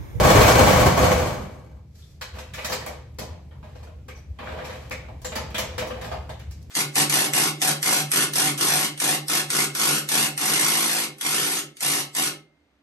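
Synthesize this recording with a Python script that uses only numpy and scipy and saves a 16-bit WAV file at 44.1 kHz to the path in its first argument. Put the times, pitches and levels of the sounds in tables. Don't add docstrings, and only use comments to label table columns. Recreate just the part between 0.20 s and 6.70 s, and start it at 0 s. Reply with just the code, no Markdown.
import sys
import numpy as np
from scipy import signal
from scipy.io import wavfile
from scipy.ndimage import uniform_filter1d

SR = 44100
rng = np.random.default_rng(int(sys.argv[2]) if len(sys.argv) > 2 else 0)


def ratio(d):
    e = np.asarray(d, float) / 20
    return 10 ** e


def unload_wav(signal):
    wavfile.write(
        sys.argv[1],
        SR,
        np.round(np.clip(np.atleast_2d(signal).T, -1, 1) * 32767).astype(np.int16),
    )


N = 286650

# time in seconds, level in dB.
ROLL = [(0.0, -24), (.12, -20), (.45, -19.5), (.68, -21.5), (.73, -28), (.88, -20), (1.05, -31),
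        (1.43, -57), (1.6, -63)]


def curtain():
    # frequency in Hz, level in dB per Hz.
    roll_color = [(20, -49.5), (34, -16), (60, 0), (101, -2.5), (199, -5), (341, -6), (496, -9.5),
                  (612, -8), (1120, -7.5), (1790, -14), (2320, -20.5), (2900, -24), (8000, -28),
                  (16000, -31)]
    roll_parts_hz = [150, 700, 3000]
    before = SR // 4
    running = round(ROLL[-1][0] * SR)
    clumps = ratio(4 * drift(45))[:before + running]
    slaps = contacts(per_s=300, spread_db=4, size=(4, before + running))
    rattle = evened(sheet(slaps * clumps, ring_db=-4.5), size=2600)
    echoes = corridor(roll_color, roll_parts_hz, direct_db=9.5, early_db=5, early_s=.035, build_s=.0029, count=4)
    out = np.zeros((2, N))
    for db, echo in zip(roll_levels(lead_s=.017), echoes):
        strength = ratio(np.pad(db[:running], (before, 0), "edge")) / 2
        sound = heard(strength * rattle, echo)[:, before:]
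        out[:, :sound.shape[1]] += sound
    return out


def roll_levels(lead_s):
    # offset in dB, how strongly it follows the speed (ratio).
    roll_parts = [(0, 0.79), (0.7, 1.014), (-3.5, 1.14)]
    # time in seconds, swell in dB, brightness in dB.
    jolts = [(0., 4, -2), (0.063, 6, -2), (.11, 5, 2), (.186, 5, -3), (.23, 5, 1), (.3, 3, 3),
             (.414, 4.5, -1.5), (.5, 1, 1), (0.577, 2.5, -1.5), (0.671, 3.5, -2), (.796, 4.5, -1),
             (.876, 1, -0.5), (.96, -3, 2.2), (1.097, 4.5, 1.5), (1.2, 3, -3.8)]
    jolt_half_s = .036
    usual_db = ROLL[1][1]
    speed_db, = in_time(ROLL, lead_s)
    jerk_db, tilt_db = sum(np.outer(row, swell(s, jolt_half_s, lead_s)) for s, *row in jolts)
    levels = []
    for side, (db, follows) in zip([-1, 0, 1], roll_parts):
        levels.append(usual_db + db + follows * (speed_db - usual_db) + jerk_db + side * tilt_db)
    return levels


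def latch():
    # frequency in Hz, level in dB per Hz.
    latch_color = [(88, -33), (150, -14), (322, -19), (497, -13), (649, -12), (951, -8.5), (1300, -15.5),
                   (2300, -23.5), (4000, -15.5), (8000, -23.5), (16000, -28.5)]
    latch_parts_hz = [700, 2200, 5500]
    ping_forces, close = pings()
    rub = contacts(per_s=350, spread_db=4.5, size=(3, N))
    forces = []
    for part, gain in zip(knocks() + ping_forces, rub_gains(lead_s=.016)):
        forces.append(part[:, :N] + ratio(-8.5) * gain * rub)
    forces[0] = sheet(forces[0], ring_db=-6.5)
    echoes = corridor(latch_color, latch_parts_hz, direct_db=7, early_db=1, early_s=.17, build_s=.0024, count=3)
    return close[:N] + sum(heard(force, echo)[:, :N] for force, echo in zip(forces, echoes))


def knocks():
    chatter_s = .0092
    t = np.arange(SR // 10) / SR
    forces = np.zeros((3, 3, N + len(t)))
    for k, (s, db, weight_db, bright_db) in enumerate(all_knocks()):
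        chatter = rng.standard_normal(len(t)) ** 3 * np.exp(-t / chatter_s)
        blow = chatter / np.sqrt(np.sum(chatter ** 2)) + ratio(-.5) * (t == 0)
        part_db = db + np.array([weight_db + 24, 25, bright_db + 25])
        start = round((s - .003) * SR)
        forces[:, k % 3, start:start + len(t)] += ratio(part_db)[:, None] * blow
    return forces


def all_knocks():
    # time in seconds, strength in dB, weight on the sheet in dB, brightness in dB.
    latch_knocks = [(1.79, -64, -4, 6.5), (2.015, -32.5, -8.5, -3), (2.189, -38.5, -5.5, -3.5),
                    (2.339, -34, -17, -4), (2.385, -33, -4, -11.5), (2.449, -29, -5, 1),
                    (2.499, -34.5, 6, 2), (2.524, -26.5, -2, 0), (2.609, -65, 2, 18), (2.665, -40, 8, 5),
                    (2.989, -36.5, 3, 3.5), (3.019, -44, 12, 2), (3.313, -54.5, 1, -29),
                    (3.359, -66, 14, -13), (3.432, -51, 7, -15), (3.444, -53, 8, -9.5),
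                    (3.556, -50.5, 5, -6), (3.633, -52, 4.5, -1.5), (3.675, -56.5, 10.5, -8),
                    (3.886, -42, 0, -6), (3.969, -57, 5, 2)]
    # time in seconds, strength in dB, weight on the sheet in dB, brightness in dB.
    lock_knocks = [(4.190, -38, 3, -18), (4.389, -38.5, 2, -19), (4.447, -34, -25, -4),
                   (4.499, -38.5, -18.5, -15.5), (4.619, -72, -1, -3.5), (4.712, -32.5, 1, -4.5),
                   (4.889, -54, 14.5, -9.5), (5.019, -57.5, 11, 8.5), (5.049, -33.5, 0, 1),
                   (5.123, -35, 0.5, -11.5), (5.157, -28, 1.5, -2), (5.306, -43, -21, -9.5),
                   (5.348, -27.5, -5, -7.5), (5.383, -26.5, -1, 1), (5.583, -26.5, -2.5, -5),
                   (5.619, -34.5, 6, -13), (5.671, -54.5, 21, 13), (5.707, -36.5, 4.5, -16.5),
                   (5.771, -46, 9, -14), (5.815, -35.5, 2.5, -7.5), (5.847, -37.5, 2, -4.5),
                   (5.879, -47.5, 10, -4), (5.916, -38, 9.5, -9.5), (5.943, -42.5, 6, -15.5),
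                   (6.096, -38.5, 1.5, -7.5), (6.196, -46.5, -5, -5), (6.312, -54, -14, 7),
                   (6.418, -72.5, 5, 14.5)]
    shackle_s, step_s = 4.207, .028
    strongest_db, swell_db, weight_db, bright_db = -39, 2.5, 1.5, -17
    steps = []
    for k in range(5):
        db = strongest_db - swell_db * abs(k - 2.6)
        steps.append((shackle_s + step_s * k, db, weight_db, bright_db))
    return sorted(latch_knocks + steps + lock_knocks)


def pings():
    # time in seconds, frequency in Hz, level in dB, width in Hz (wider fades faster).
    ping_rows = [(1.822, 3506, -38, 200), (3.67, 1400, -50, 90), (2.02, 900, -26, 250),
                 (4.193, 950, -28, 200), (4.27, 1450, -28, 250), (4.39, 1600, -32, 250),
                 (5.165, 1300, -24, 300), (5.92, 1350, -30, 300), (2.017, 4090, -28, 200),
                 (5.917, 4800, -38, 120), (2.386, 2410, -35, 101), (2.61, 1880, -40, 90),
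                 (3.952, 5900, -47, 80), (3.9, 2250, -38, 250), (4.713, 2240, -24.5, 220),
                 (5.049, 7200, -22, 200), (2.667, 2230, -33.5, 200), (5.158, 4780, -28, 120),
                 (5.349, 3420, -15.5, 300), (5.6, 2700, -37, 91), (6.1, 3660, -30, 140)]
    close_db = -12
    t = np.arange(SR // 10) / SR
    forces = np.zeros((3, 3, N + len(t)))
    close = np.zeros(N + len(t))
    for k, (s, hz, db, width_hz) in enumerate(ping_rows):
        t60_s = 2.2 / width_hz
        ping = ratio(db - 60 * t / t60_s) * np.sin(2 * np.pi * hz * t)
        start = round(s * SR)
        part = 2 if hz > 3500 else 1
        forces[part, k % 3, start:start + len(t)] += ping
        close[start:start + len(t)] += ratio(close_db) * ping
    return forces, close


def rub_gains(lead_s):
    # start in seconds, hold in seconds, strength in dB, brightness in dB.
    rubs = [(1.77, .15, -65, 13), (2.167, .03, -45, -0.5), (2.392, .12, -41.5, 1.5),
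            (2.605, .15, -49.5, -3.5), (3.08, .05, -55, -6), (3.5, .12, -59.5, -0.7), (4.255, .06, -47, -4),
            (4.366, 0.1, -44, -6.5), (4.501, 0.14, -47, 0), (4.776, .08, -55.5, -5.5),
            (5.2, 0.057, -49.5, -4.5), (5.397, .05, -46, -6), (5.554, .42, -49.5, -2),
            (6.05, 0.12, -62.5, 2), (6.3, 0.23, -74.5, 1)]
    rise_db_per_s, fall_db_per_s = 246, 200
    block = 50
    t = np.arange(0, N, block) / SR + lead_s
    gains = 0
    for s, hold_s, db, bright_db in rubs:
        rise_db = -rise_db_per_s * np.maximum(s - t, 0)
        fall_db = -fall_db_per_s * np.maximum(t - s - hold_s, 0)
        part_db = db + np.array([1 - bright_db, 0, -5 + bright_db])
        gains = gains + np.outer(ratio(part_db), ratio(rise_db + fall_db))
    return np.repeat(gains, block, axis=1)


def keys():
    # time in seconds, peak in dB.
    ticks = [(2.6628, -29), (2.9467, -54), (4.6234, -46), (4.6604, -51), (4.6972, -36), (5.018, -41),
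             (5.3043, -42), (6.1978, -45), (6.3121, -41), (6.4278, -46)]
    t60_s, low_hz, level_db = .012, 3500, -3
    t = np.arange(SR // 20) / SR
    out = np.zeros((2, N + len(t)))
    for s, db in ticks:
        snap = rng.standard_normal((2, len(t)))
        start = round(s * SR)
        out[:, start:start + len(t)] += ratio(db + level_db - 60 * t / t60_s) * snap
    return signal.sosfilt(signal.butter(2, low_hz, "high", fs=SR, output="sos"), out[:, :N])


def ventilation():
    # frequency in Hz, level in dB per Hz.
    air_color = [(15, -70), (25, -52), (52, -8), (74, -4.5), (101, -7.5), (135, -13), (157, -23),
                 (260, -32), (401, -35.5), (800, -45), (1250, -62), (2170, -52.5), (8000, -61),
                 (16000, -66)]
    # time in seconds, level in dB.
    air_bed = [(1.5, -54.5), (1.82, -54), (2.46, -49.5), (4.15, -50), (4.47, -50), (4.88, -47),
               (5.48, -45.5), (6.0, -47), (6.5, -48)]
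    # time in seconds, swell in dB.
    gusts = [(1.551, 7), (1.82, 6.5), (2.15, 9), (2.71, 4), (3.12, 11.5), (3.74, 4.5), (4.11, 12.5),
             (4.33, 7), (4.42, 7), (5.19, 6), (5.3, 4), (5.56, 2), (5.98, 7), (6.3, 8)]
    gust_half_s, throb_spread_db = .058, 2.5
    air = sum(band * ratio(.8 * drift(9.1)) for hz, band in bands(air_color, size=N))
    tone = resonance(resonance(air, 71.7, width_hz=30), 71.7, width_hz=30)
    tone = evened(tone, size=3000)
    rest = air - resonance(air, 72, width_hz=45)
    bed_db, = in_time(air_bed)
    throb_db = throb_spread_db * drift(14) + sum(db * swell(s, gust_half_s) for s, db in gusts)
    return ratio(bed_db + throb_db + 6) * tone + ratio(bed_db + 6.5) * rms_one(rest)


def contacts(per_s, spread_db, size):
    sizes = ratio(spread_db * np.minimum(rng.exponential(1, size), 4)) * rng.choice([-1, 1], size)
    return rms_one(sizes * (rng.random(size) < per_s / SR))


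def sheet(force, ring_db):
    sheet_hz = [117, 198, 425, 480, 508, 610, 793, 947, 1105, 1232, 1599, 2270, 2990, 4301, 6532]
    # width in Hz, level in dB over the sound color.
    sheet_rings = [(14, -2.5), (19.7, 4), (15, -17.5), (45, 7), (11.5, 16), (33, 6), (23, -10), (13, -6),
                   (30, 4.5), (17.25, -15.5), (16, 1), (120, 9.5), (80, 3.5), (47, 2), (60, 10.5)]
    out = force
    for hz, (width_hz, db) in zip(sheet_hz, sheet_rings):
        out = out + ratio(db + ring_db) * resonance(force, hz, width_hz)
    return out


def resonance(x, hz, width_hz):
    r = np.exp(-np.pi * width_hz / SR)
    top = np.array([1, 0, -1]) * (1 - r * r) / 2
    return signal.lfilter(top, [1, -2 * r * np.cos(2 * np.pi * hz / SR), r * r], x)


def corridor(spectrum, parts_hz, direct_db, early_db, early_s, build_s, count):
    # frequency in Hz, time to fade by 60 dB in seconds.
    corridor_t60 = [(60, 0.68), (260, 0.66), (700, 0.51), (1840, 0.56), (4850, 0.5), (12000, 0.26)]
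    t = np.arange(SR * 3 // 5) / SR
    parts = np.zeros((len(parts_hz), 2, count, len(t)))
    for hz, band in bands(spectrum, size=count * len(t)):
        direct = ratio(direct_db - 60 * t / (.004 + 12 / hz))
        tail = ratio(-60 * t / at_hz(corridor_t60, hz)) + ratio(early_db - 60 * t / early_s)
        echo = band.reshape(2, count, -1) * (direct + tail * (1 - np.exp(-t / build_s)))
        for part, share in zip(parts, np.eye(len(parts_hz))):
            part += np.interp(np.log(hz), np.log(parts_hz), share) ** 2 * echo
    parts = parts / np.sqrt(np.sum(parts ** 2, axis=(1, 3), keepdims=True) / 2)
    return parts.transpose(0, 2, 1, 3)


def heard(forces, echoes):
    return signal.fftconvolve(forces[:, None], echoes, axes=2).sum(axis=0)


def bands(spectrum, size):
    # frequency in Hz, likeness (1 is the same).
    likeness = [(40, .997), (100, .994), (170, .9), (330, .72), (700, .2), (1400, .45), (3100, .05),
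                (7000, .0)]
    white = rng.standard_normal((2, 2, size))
    limits_hz = 25 * 2 ** (np.arange(29) / 3)
    for k, (low, high) in enumerate(zip(limits_hz, limits_hz[1:])):
        band_filter = signal.butter(2, [low, high], "band", fs=SR, output="sos")
        mid, side = signal.sosfilt(band_filter, white[k % 2])
        hz = np.sqrt(low * high)
        alike = np.clip(at_hz(likeness, hz), -1, 1)
        stereo = np.sqrt(1 + alike) * mid + np.sqrt(1 - alike) * side * [[1], [-1]]
        yield hz, ratio(at_hz(spectrum, hz)) * stereo


def in_time(rows, lead_s=0.):
    s, *columns = np.transpose(rows)
    return [np.interp(np.arange(N) / SR + lead_s, s, c) for c in columns]


def at_hz(points, hz):
    points_hz, values = np.transpose(points)
    return np.interp(np.log(hz), np.log(points_hz), values)


def swell(s, half_s, lead_s=0.):
    return np.maximum(1 - np.abs(np.arange(N) / SR + lead_s - s) / max(half_s, .005), 0)


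def drift(rate):
    count = int(N / SR * 60) + 3
    return np.interp(np.arange(N) / SR * rate, np.arange(count), rng.standard_normal(count))


def rms_one(x):
    return x / np.sqrt(np.mean(x ** 2) + 1e-20)


def evened(x, size):
    return x / np.sqrt(uniform_filter1d(np.mean(x ** 2, axis=0), size=size) + 1e-20)


def lose_bands(x):
    # 0 mid or 1 side, low edge in Hz, high edge in Hz, edge wander in Hz, share of frames.
    lost_bands = [(0, 8600, 10150, 300, 1), (0, 13750, 15200, 200, 1), (0, 15200, 16500, 100, .64),
                  (0, 15950, 18000, 0, 1), (1, 11100, 12900, 200, 1), (1, 6900, 7600, 150, .4),
                  (1, 15200, 16500, 100, .4), (1, 16100, 18000, 0, 1)]
    frame = dict(fs=SR, window="cosine", nperseg=2048, noverlap=1024)
    hz, s, spectra = signal.stft([x[0] + x[1], x[0] - x[1]], **frame)
    treble = np.abs(spectra[0, hz > 10000]).sum(axis=0)
    loud = np.argsort(np.argsort(treble)) / len(s)
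    for channel, low_hz, high_hz, wander_hz, share in lost_bands:
        draws = rng.random((3, len(s) // 2 + 1))
        low, high, chance = np.repeat(draws, 2, axis=1)[:, :len(s)]
        above = hz[:, None] > low_hz + wander_hz * (2 * low - 1)
        below = hz[:, None] < high_hz + wander_hz * (2 * high - 1)
        spectra[int(channel)] *= ~(above & below & (.3 * chance + .7 * loud < share))
    mid, side = signal.istft(spectra, **frame)[1][:, :N]
    kept = np.array([mid + side, mid - side]) / 2
    return kept + spared(x) * (x - kept)


def spared(x):
    rise_db, spared_s = 12, .005
    power = np.sum(np.diff(x, 2, prepend=np.zeros((2, 2))) ** 2, axis=0)
    now = uniform_filter1d(power, size=100)
    before = np.roll(uniform_filter1d(power, size=600), 400)
    sharp = 1. * (now > before * ratio(2 * rise_db))
    sharp = uniform_filter1d(sharp, size=round(spared_s * SR)) > 0
    return uniform_filter1d(1. 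* sharp, size=60)


def scene():
    balance_db = np.array([[.2], [-.2]])
    return (curtain() + latch() + keys() + ventilation()) * ratio(balance_db)


def low_pass(x):
    return signal.sosfilt(signal.butter(12, 15940, fs=SR, output="sos"), x)


def record(dry):
    dry = signal.sosfilt(signal.butter(4, 41, "high", fs=SR, output="sos"), dry)
    limited = 1.36 * np.tanh(dry / 1.307)
    return low_pass(lose_bands(limited))


dry = scene()
out = record(dry)
unload_wav(out)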